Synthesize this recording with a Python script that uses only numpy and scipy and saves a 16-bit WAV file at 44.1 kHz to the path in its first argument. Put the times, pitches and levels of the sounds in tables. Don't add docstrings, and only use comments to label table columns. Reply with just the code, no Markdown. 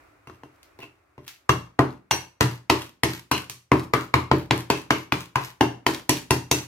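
import sys
import numpy as np
from scipy import signal
from scipy.fft import rfft, irfft, next_fast_len
from scipy.io import wavfile
from scipy.ndimage import map_coordinates

SR = 44100
rng = np.random.default_rng(int(sys.argv[2]) if len(sys.argv) > 2 else 0)


def dump_mix(stems):
    frames = np.atleast_2d(stems).T
    limited = np.clip(frames, -1, 1)
    pcm = np.round(limited * 32767).astype(np.int16)
    wavfile.write(sys.argv[1], SR, pcm)


N = 294147

# (frequency [Hz], level [dB])
AIR_SPECTRUM = [(18, -28.5), (30, -3.5), (98, -1.5), (210, -22), (295, -2), (461, -11), (649, -7.5),
                (866, -11.5), (1320, -7.5), (1630, -13), (2410, -14), (3060, -26), (16000, -35.5)]
# (time [s], level [dB])
AIR_LEVELS = [(0, -54.5), (0.2, -61), (0.7, -59), (1.05, -65), (1.451, -66), (3.602, -75), (6.598, -62.5)]
# (frequency [Hz], likeness [0 to 1])
STEREO_LIKENESS = [(100, 1), (300, 0.47), (600, 0.082), (1100, 0.2), (2500, 0.019)]
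# (frequency [Hz], t60 [s])
ROOM_DECAY = [(100, 0.53), (400, 0.34), (1100, 0.3), (3000, 0.3), (7000, 0.31), (15000, 0.26)]
# (frequency [Hz], left minus right [dB])
SIDE_TILT = [(450, -1.0), (1050, 5), (2200, 0.5), (4500, -0.5), (9000, 1.0)]

# (time [s], strength [dB], brightness [dB per octave], clack pitch [Hz],
# board thud [dB], board knock [dB], blade ring re strength [dB], tack of the paint [dB])
KNIFE_DABS = [(0.272, -39.5, -1.4, 1090, -48.5, -48.5, -0.5, -62),
              (0.297, -41.5, -1.5, 1120, -53, -48.5, -11, -58),
              (0.434, -41, -2, 870, -53.5, -46.5, -6, -63), (0.789, -41.5, -1, 865, -55, -48.5, -14, -45.5),
              (0.83, -45, 2.5, 860, -56, -47, -32, -72), (1.179, -44, -3, 980, -47.5, -45, -5, -43.5),
              (1.493, -11, -0.24, 1115, -22, -22.5, -2.5, -49),
              (1.791, -10, -4.5, 944, -20.5, -14.5, -15, -48),
              (2.11, -14, 3.5, 894, -33.5, -30.5, -2, -45.5),
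              (2.408, -10, 1.16, 1000, -19.5, -21, -10, -37.5), (2.699, -9.5, 0.2, 977, -28, -18, -6, -32),
              (3.034, -15, 2.5, 940, -26.5, -21, -12, -28.5), (3.314, -15, 2, 1046, -30.5, -24, -7.5, -29),
              (3.497, -41, 9.5, 1150, -48.5, -51.5, -7.5, -62),
              (3.717, -10, -4, 1040, -20.5, -14.5, -16, -34.5),
              (3.936, -11.5, -1.5, 1150, -28, -22, -17, -34.5),
              (4.14, -11, -2.54, 1066, -22, -21.5, -27, -40.5), (4.314, -13, -4, 964, -21, -16, -21, -37.5),
              (4.509, -12, -2.2, 1015, -23.5, -21, -26, -30),
              (4.701, -14.5, 0.65, 944, -31.5, -20, -9, -34.5),
              (4.906, -12.5, -1.2, 1080, -30, -21, -2, -36),
              (5.122, -16, -0.5, 1040, -29.5, -26, -17, -32.5),
              (5.357, -13.5, -2.6, 1015, -29, -31, -26, -30), (5.609, -11, -1.5, 800, -25.5, -16, -4, -57),
              (5.865, -12.5, 1.54, 915, -33, -21, -27, -28), (6.093, -16.5, 6, 960, -28, -20, -8.5, -29),
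              (6.307, -15, 4, 960, -22.5, -20, -4.5, -51), (6.513, -16, 6, 950, -27.5, -22, -4.5, -29.5)]
# (frequency [Hz], level [dB])
CLACK_SPECTRUM = [(30, -39.5), (120, -15.5), (340, 2), (560, 2), (800, 4.5), (1300, 3), (2700, -6),
                  (3300, -8.5), (3750, -9.5), (4300, -8), (5800, -12.5), (7500, -16.5), (10000, -18.5),
                  (12000, -17), (16000, -29)]
# (frequency [Hz], gain [dB])
CLACK_LIFT = [(700, 25.5), (1300, 26.5), (2500, 31.5), (4800, 29.0), (9500, 28)]
# (time [s], gain [dB])
BITE_DRIFT = [(0, -3), (1.5, -4.5), (2.4, -2.5), (2.8, 3), (3.7, -2.5), (4.2, 3.5), (4.8, 4.5), (5.6, -1),
              (6.5, 0)]
# (frequency [Hz], depth [dB])
BAND_DEPTH = [(400, .3), (1400, 2.2), (2400, 2.8), (5000, 1.7)]
# (frequency [Hz], relative level [dB], t60 [s])
BLADE_MODES = [(1620, -6, .05), (2150, -2, .08), (2720, 2, .11), (2860, -1, .07), (3230, -6, .12),
               (4050, -8, .05), (4400, -6, .05), (5500, -5, .06), (5920, 2, .1), (6270, -4, .07),
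               (7600, -9, .05), (9300, -12, .04), (10550, -11, .04), (12250, -9, .05)]
# (frequency [Hz], gain [dB])
RING_LIFT = [(2700, 16.9), (5500, 15.5), (9500, 5)]
# (frequency [Hz], relative level [dB], t60 [s])
BOARD_MODES = [(59.4, -27, 1), (85.9, -8, 0.37), (120.6, -3.5, 0.44), (133.1, 0.5, 0.3),
               (172.2, -12.5, 0.47), (194.2, -13.5, 0.35), (258.2, -8.5, 0.29), (282.3, -1, 0.12),
               (299.5, -0.5, 0.24), (325.2, -4, 0.31), (373.4, -2, 0.22), (407, -4.5, 0.24),
               (445.4, -10, 0.23), (475, -6.5, 0.1), (587, -16.5, 0.32), (670.4, -8.5, 0.15),
               (864, -27, 0.23), (967.6, -13, 0.11), (1046, -3.5, 0.098)]

# (frequency [Hz], level [dB])
TACK_SPECTRUM = [(200, -34), (900, 2), (2300, 6.5), (6000, -0.5), (9000, -6), (13000, -3), (16000, -11)]
# (time [s], relative level [dB])
THREAD_TICKS = [(0.6305, -39.5), (1.2793, -23), (3.4984, -26)]
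# (frequency [Hz], level [dB])
TICK_SPECTRUM = [(200, -25.5), (1100, -9.5), (2200, 1.5), (4000, -1), (6000, -3), (9000, -11),
                 (13000, -5.5), (16000, -12.5)]
# (time [s], length [s], relative level [dB], lower resonance [Hz], upper resonance re lower [dB])
EDGE_SCRAPES = [(0.806, 0.087, -51, 2760, -20), (0.822, 0.034, -42.5, 2660, -36),
                (3.321, 0.094, -30, 2860, -6)]

TOP_HZ = 16000
LENGTH = 24000
T = np.arange(LENGTH) / SR
HZ = np.fft.rfftfreq(2 * LENGTH, 1 / SR)
CONTACT_S = 0.02
FAVOURED_HZ = 2520
TILT_FROM_HZ, TILT_OCTAVES = 1360, 2.4
BITE_HZ, BITE_OCTAVES = 3100, 1
CLACK_OCTAVES = .28
UNEVEN_HZ = 220
BOARD_DAMPED_S = 0.24
LIFT_SHARE, LAST_THREAD_SHARE = .36, .58
LIFT_SNAP_DB, LAST_THREAD_DB = 20.5, 9


def amp(db):
    return 10 ** (np.asarray(db) / 20)


def unit(x):
    return x / np.sqrt(np.mean(np.sum(x ** 2, axis=-1)) + 1e-20)


def along(points, hz):
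    f, v = np.transpose(points)
    return np.interp(np.log(hz + 1), np.log(f), v)


def near(hz, centre_hz, octaves):
    return np.exp(-(np.log2((hz + 1) / centre_hz) / octaves) ** 2)


def fade(t60):
    return np.exp(-np.log(1000) * T / np.maximum(t60, 1e-4))


def filtered(x, response):
    n = x.shape[-1]
    m = next_fast_len(n + SR // 10)
    hz = np.fft.rfftfreq(m, 1 / SR)
    return irfft(rfft(x, m) * response(hz), m)[..., :n]


def struck(x, spectrum_db):
    cepstrum = irfft(np.log(amp(spectrum_db)))
    cepstrum[1:LENGTH] *= 2
    cepstrum[LENGTH + 1:] = 0
    response = np.exp(rfft(cepstrum))
    return irfft(rfft(x, 2 * LENGTH) * response)[:LENGTH]


def add(track, s, sound):
    start = max(round(s * SR), 0)
    track[:, start:start + LENGTH] += sound[:, :max(N - start, 0)]


def diffuse(pair):
    def mid_side_gains(hz):
        turn = np.arccos(np.clip(along(STEREO_LIKENESS, hz), -1, 1)) / 2
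        return np.array([np.cos(turn), np.sin(turn)])

    mid, side = filtered(pair, mid_side_gains)
    return np.array([mid + side, mid - side])


def room_tone():
    air = filtered(diffuse(rng.standard_normal((2, N))), lambda hz: amp(along(AIR_SPECTRUM, hz)))
    level_db = np.interp(np.arange(N) / SR, *np.transpose(AIR_LEVELS))
    return air / air.std() * amp(level_db)


def in_room(x, radiated, wet_db, early_db=-8, early_t60=0.013, build=0.0015, lead=.00012):
    hz, t, noise = signal.stft(rng.standard_normal((2, LENGTH)), SR, nperseg=256)
    decay = np.exp(-np.log(1000) * t / along(ROOM_DECAY, hz)[:, None])
    tail = signal.istft(noise * decay, SR, nperseg=256)[1][:, :LENGTH]
    early = rng.standard_normal((2, LENGTH)) * fade(early_t60)
    rise = 1 - np.exp(-(T / build) ** 2)
    walls = diffuse(amp(wet_db) * unit(tail * rise) + amp(early_db) * unit(early * rise))
    delay = lead * rng.uniform(0.15, 1.425) * np.array([[0], [1]])
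    direct = filtered(np.array([x, x]), lambda f: np.exp(-2j * np.pi * f * delay))
    both = direct + signal.fftconvolve(radiated[None], walls, axes=1)[:, :LENGTH]
    return filtered(both, lambda f: amp(np.array([[1], [-1]]) * along(SIDE_TILT, f) / 2))


def travelled(x, seconds=0.000842):
    return filtered(x, lambda hz: np.exp(-4j * np.pi * seconds * np.sqrt(1000 * hz)))


def blow(contact, chatter=0.97, rebound_db=-12, rebound_s=0.0094, rough_hz=1500):
    first, second = unit(rng.standard_normal((2, LENGTH)) * fade(contact))
    rebound_at = round(rebound_s * rng.uniform(0.79, 2.2) * SR)
    rattle = chatter * first + amp(rebound_db) * np.roll(second, rebound_at)
    push = signal.lfilter(*signal.butter(1, 2200, fs=SR), 1.0 * (T == 0))
    rough = signal.lfilter(*signal.butter(1, rough_hz, "high", fs=SR), rattle)
    return travelled(push + rough)


def uneven():
    knots = rng.standard_normal(int(SR / 2 / UNEVEN_HZ) + 2)
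    return along(BAND_DEPTH, HZ) * map_coordinates(knots, [HZ / UNEVEN_HZ])


def ring(modes, scatter_db, detune, phase_spread):
    hz, db, t60 = np.transpose(modes)[:, :, None]
    size, shift, phase = rng.standard_normal((3, len(modes), 1))
    sines = np.sin(2 * np.pi * hz * (1 + detune * shift) * T + phase_spread * phase)
    return amp(db + scatter_db * size) * fade(t60) * sines


def blade(favoured_hz):
    modes = ring(BLADE_MODES, scatter_db=2.5, detune=.008, phase_spread=2)
    boost_db = 7 * near(np.array(BLADE_MODES)[:, 0], favoured_hz, octaves=.12)
    return unit(amp(boost_db) @ modes)


def board(thud_db, knock_db, split_hz=210, swell=0.0015):
    modes = ring(BOARD_MODES, scatter_db=2.5, detune=.006, phase_spread=.4)
    modes = modes * (1 - np.exp(-T / swell)) * np.exp(-(T / BOARD_DAMPED_S) ** 4)
    deep = np.array(BOARD_MODES)[:, 0] < split_hz
    thud = amp(thud_db + 33.0) * unit(modes[deep].sum(0))
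    knock = amp(knock_db + 31) * unit(modes[~deep].sum(0))
    return thud + knock


def dabs(pitch_db=8, overtone_db=4):
    out = np.zeros((2, N))
    octaves = np.clip(np.log2((HZ + 1) / TILT_FROM_HZ), 0, TILT_OCTAVES)
    for s, db, brightness, clack_hz, thud_db, knock_db, ring_db, _ in KNIFE_DABS:
        tilt = brightness * octaves
        bite = np.interp(s, *np.transpose(BITE_DRIFT)) * near(HZ, BITE_HZ, BITE_OCTAVES)
        colour = [(300, knock_db + 42.0)] + [(hz, db + gain) for hz, gain in CLACK_LIFT]
        hump = pitch_db * near(HZ, clack_hz, CLACK_OCTAVES)
        overtone = overtone_db * near(HZ, 2 * clack_hz, octaves=0.051)
        spectrum = along(CLACK_SPECTRUM, HZ) + along(colour, HZ) + hump + overtone + tilt + bite + uneven()
        clack = struck(blow(CONTACT_S), spectrum)
        all_around = struck(T == 0, spectrum)
        steel = struck(blade(FAVOURED_HZ), along(RING_LIFT, HZ) + db + ring_db + tilt)
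        add(out, s, in_room(clack + steel, all_around + steel, wet_db=-1.5))
        add(out, s, board(thud_db, knock_db) * amp([[.3], [-.3]]))
        add(out, s - .003, amp(-33) * np.array([clack, clack]))
    return out


def threads(db, centre, spread=0.037, swarm_db=23.5):
    breaking = rng.random(LENGTH) < 1400 / SR
    sizes = rng.standard_normal(LENGTH) * amp(4 * rng.standard_normal(LENGTH))
    swell = np.exp(-((T - centre) / spread) ** 2 / 2)
    return amp(db + swarm_db) * unit(breaking * sizes * swell)


def snap(db):
    return amp(db) * unit(rng.standard_normal(LENGTH) * fade(.007))


def peels():
    out = np.zeros((2, N))
    strokes = np.diff([row[0] for row in KNIFE_DABS])
    strokes = np.append(strokes, strokes[-1])
    for (s, *_, tack_db), stroke in zip(KNIFE_DABS, strokes):
        lift, last = LIFT_SHARE * stroke, LAST_THREAD_SHARE * stroke
        pops = threads(tack_db, lift)
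        pops = pops + np.roll(snap(tack_db + LIFT_SNAP_DB), round(lift * SR))
        pops = pops + np.roll(snap(tack_db + LAST_THREAD_DB), round(last * SR))
        crackle = struck(pops, along(TACK_SPECTRUM, HZ))
        add(out, s, in_room(crackle, crackle, wet_db=-7))
    return out


def ticks():
    out = np.zeros((2, N))
    for s, db in THREAD_TICKS:
        spectrum = along(TICK_SPECTRUM, HZ) + db + 18
        add(out, s, in_room(struck(snap(0), spectrum), struck(T == 0, spectrum), wet_db=-1.0))
    return out


def scrapes(width_hz=200, ratio=1.43):
    out = np.zeros((2, N))
    for s, length, db, hz, upper_db in EDGE_SCRAPES:
        slips = (rng.random(LENGTH) < 2000 / SR) * rng.standard_normal(LENGTH)
        stroke = np.clip(1 - T / length, 0, 1) * np.minimum(T / .004, 1)
        lower = np.sin(2 * np.pi * hz * T)
        upper = amp(upper_db) * np.sin(2 * np.pi * ratio * hz * T)
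        modes = (lower + upper) * np.exp(-np.pi * width_hz * T)
        rasp = unit(signal.fftconvolve(slips * stroke, modes)[:LENGTH])
        rasp = amp(db) * rasp * np.sqrt(length * SR / 2)
        add(out, s, in_room(rasp, rasp, wet_db=-7.0))
    return out


def scene():
    return room_tone() + dabs() + peels() + ticks() + scrapes()


def record(dry):
    lean = signal.sosfilt(signal.butter(4, 52, "high", fs=SR, output="sos"), dry)
    rounded = lean / (1 + lean ** 6) ** (1 / 6)
    return filtered(rounded, lambda hz: 1 / (1 + (hz / TOP_HZ) ** 120))


dry = scene()
out = record(dry)
dump_mix(out)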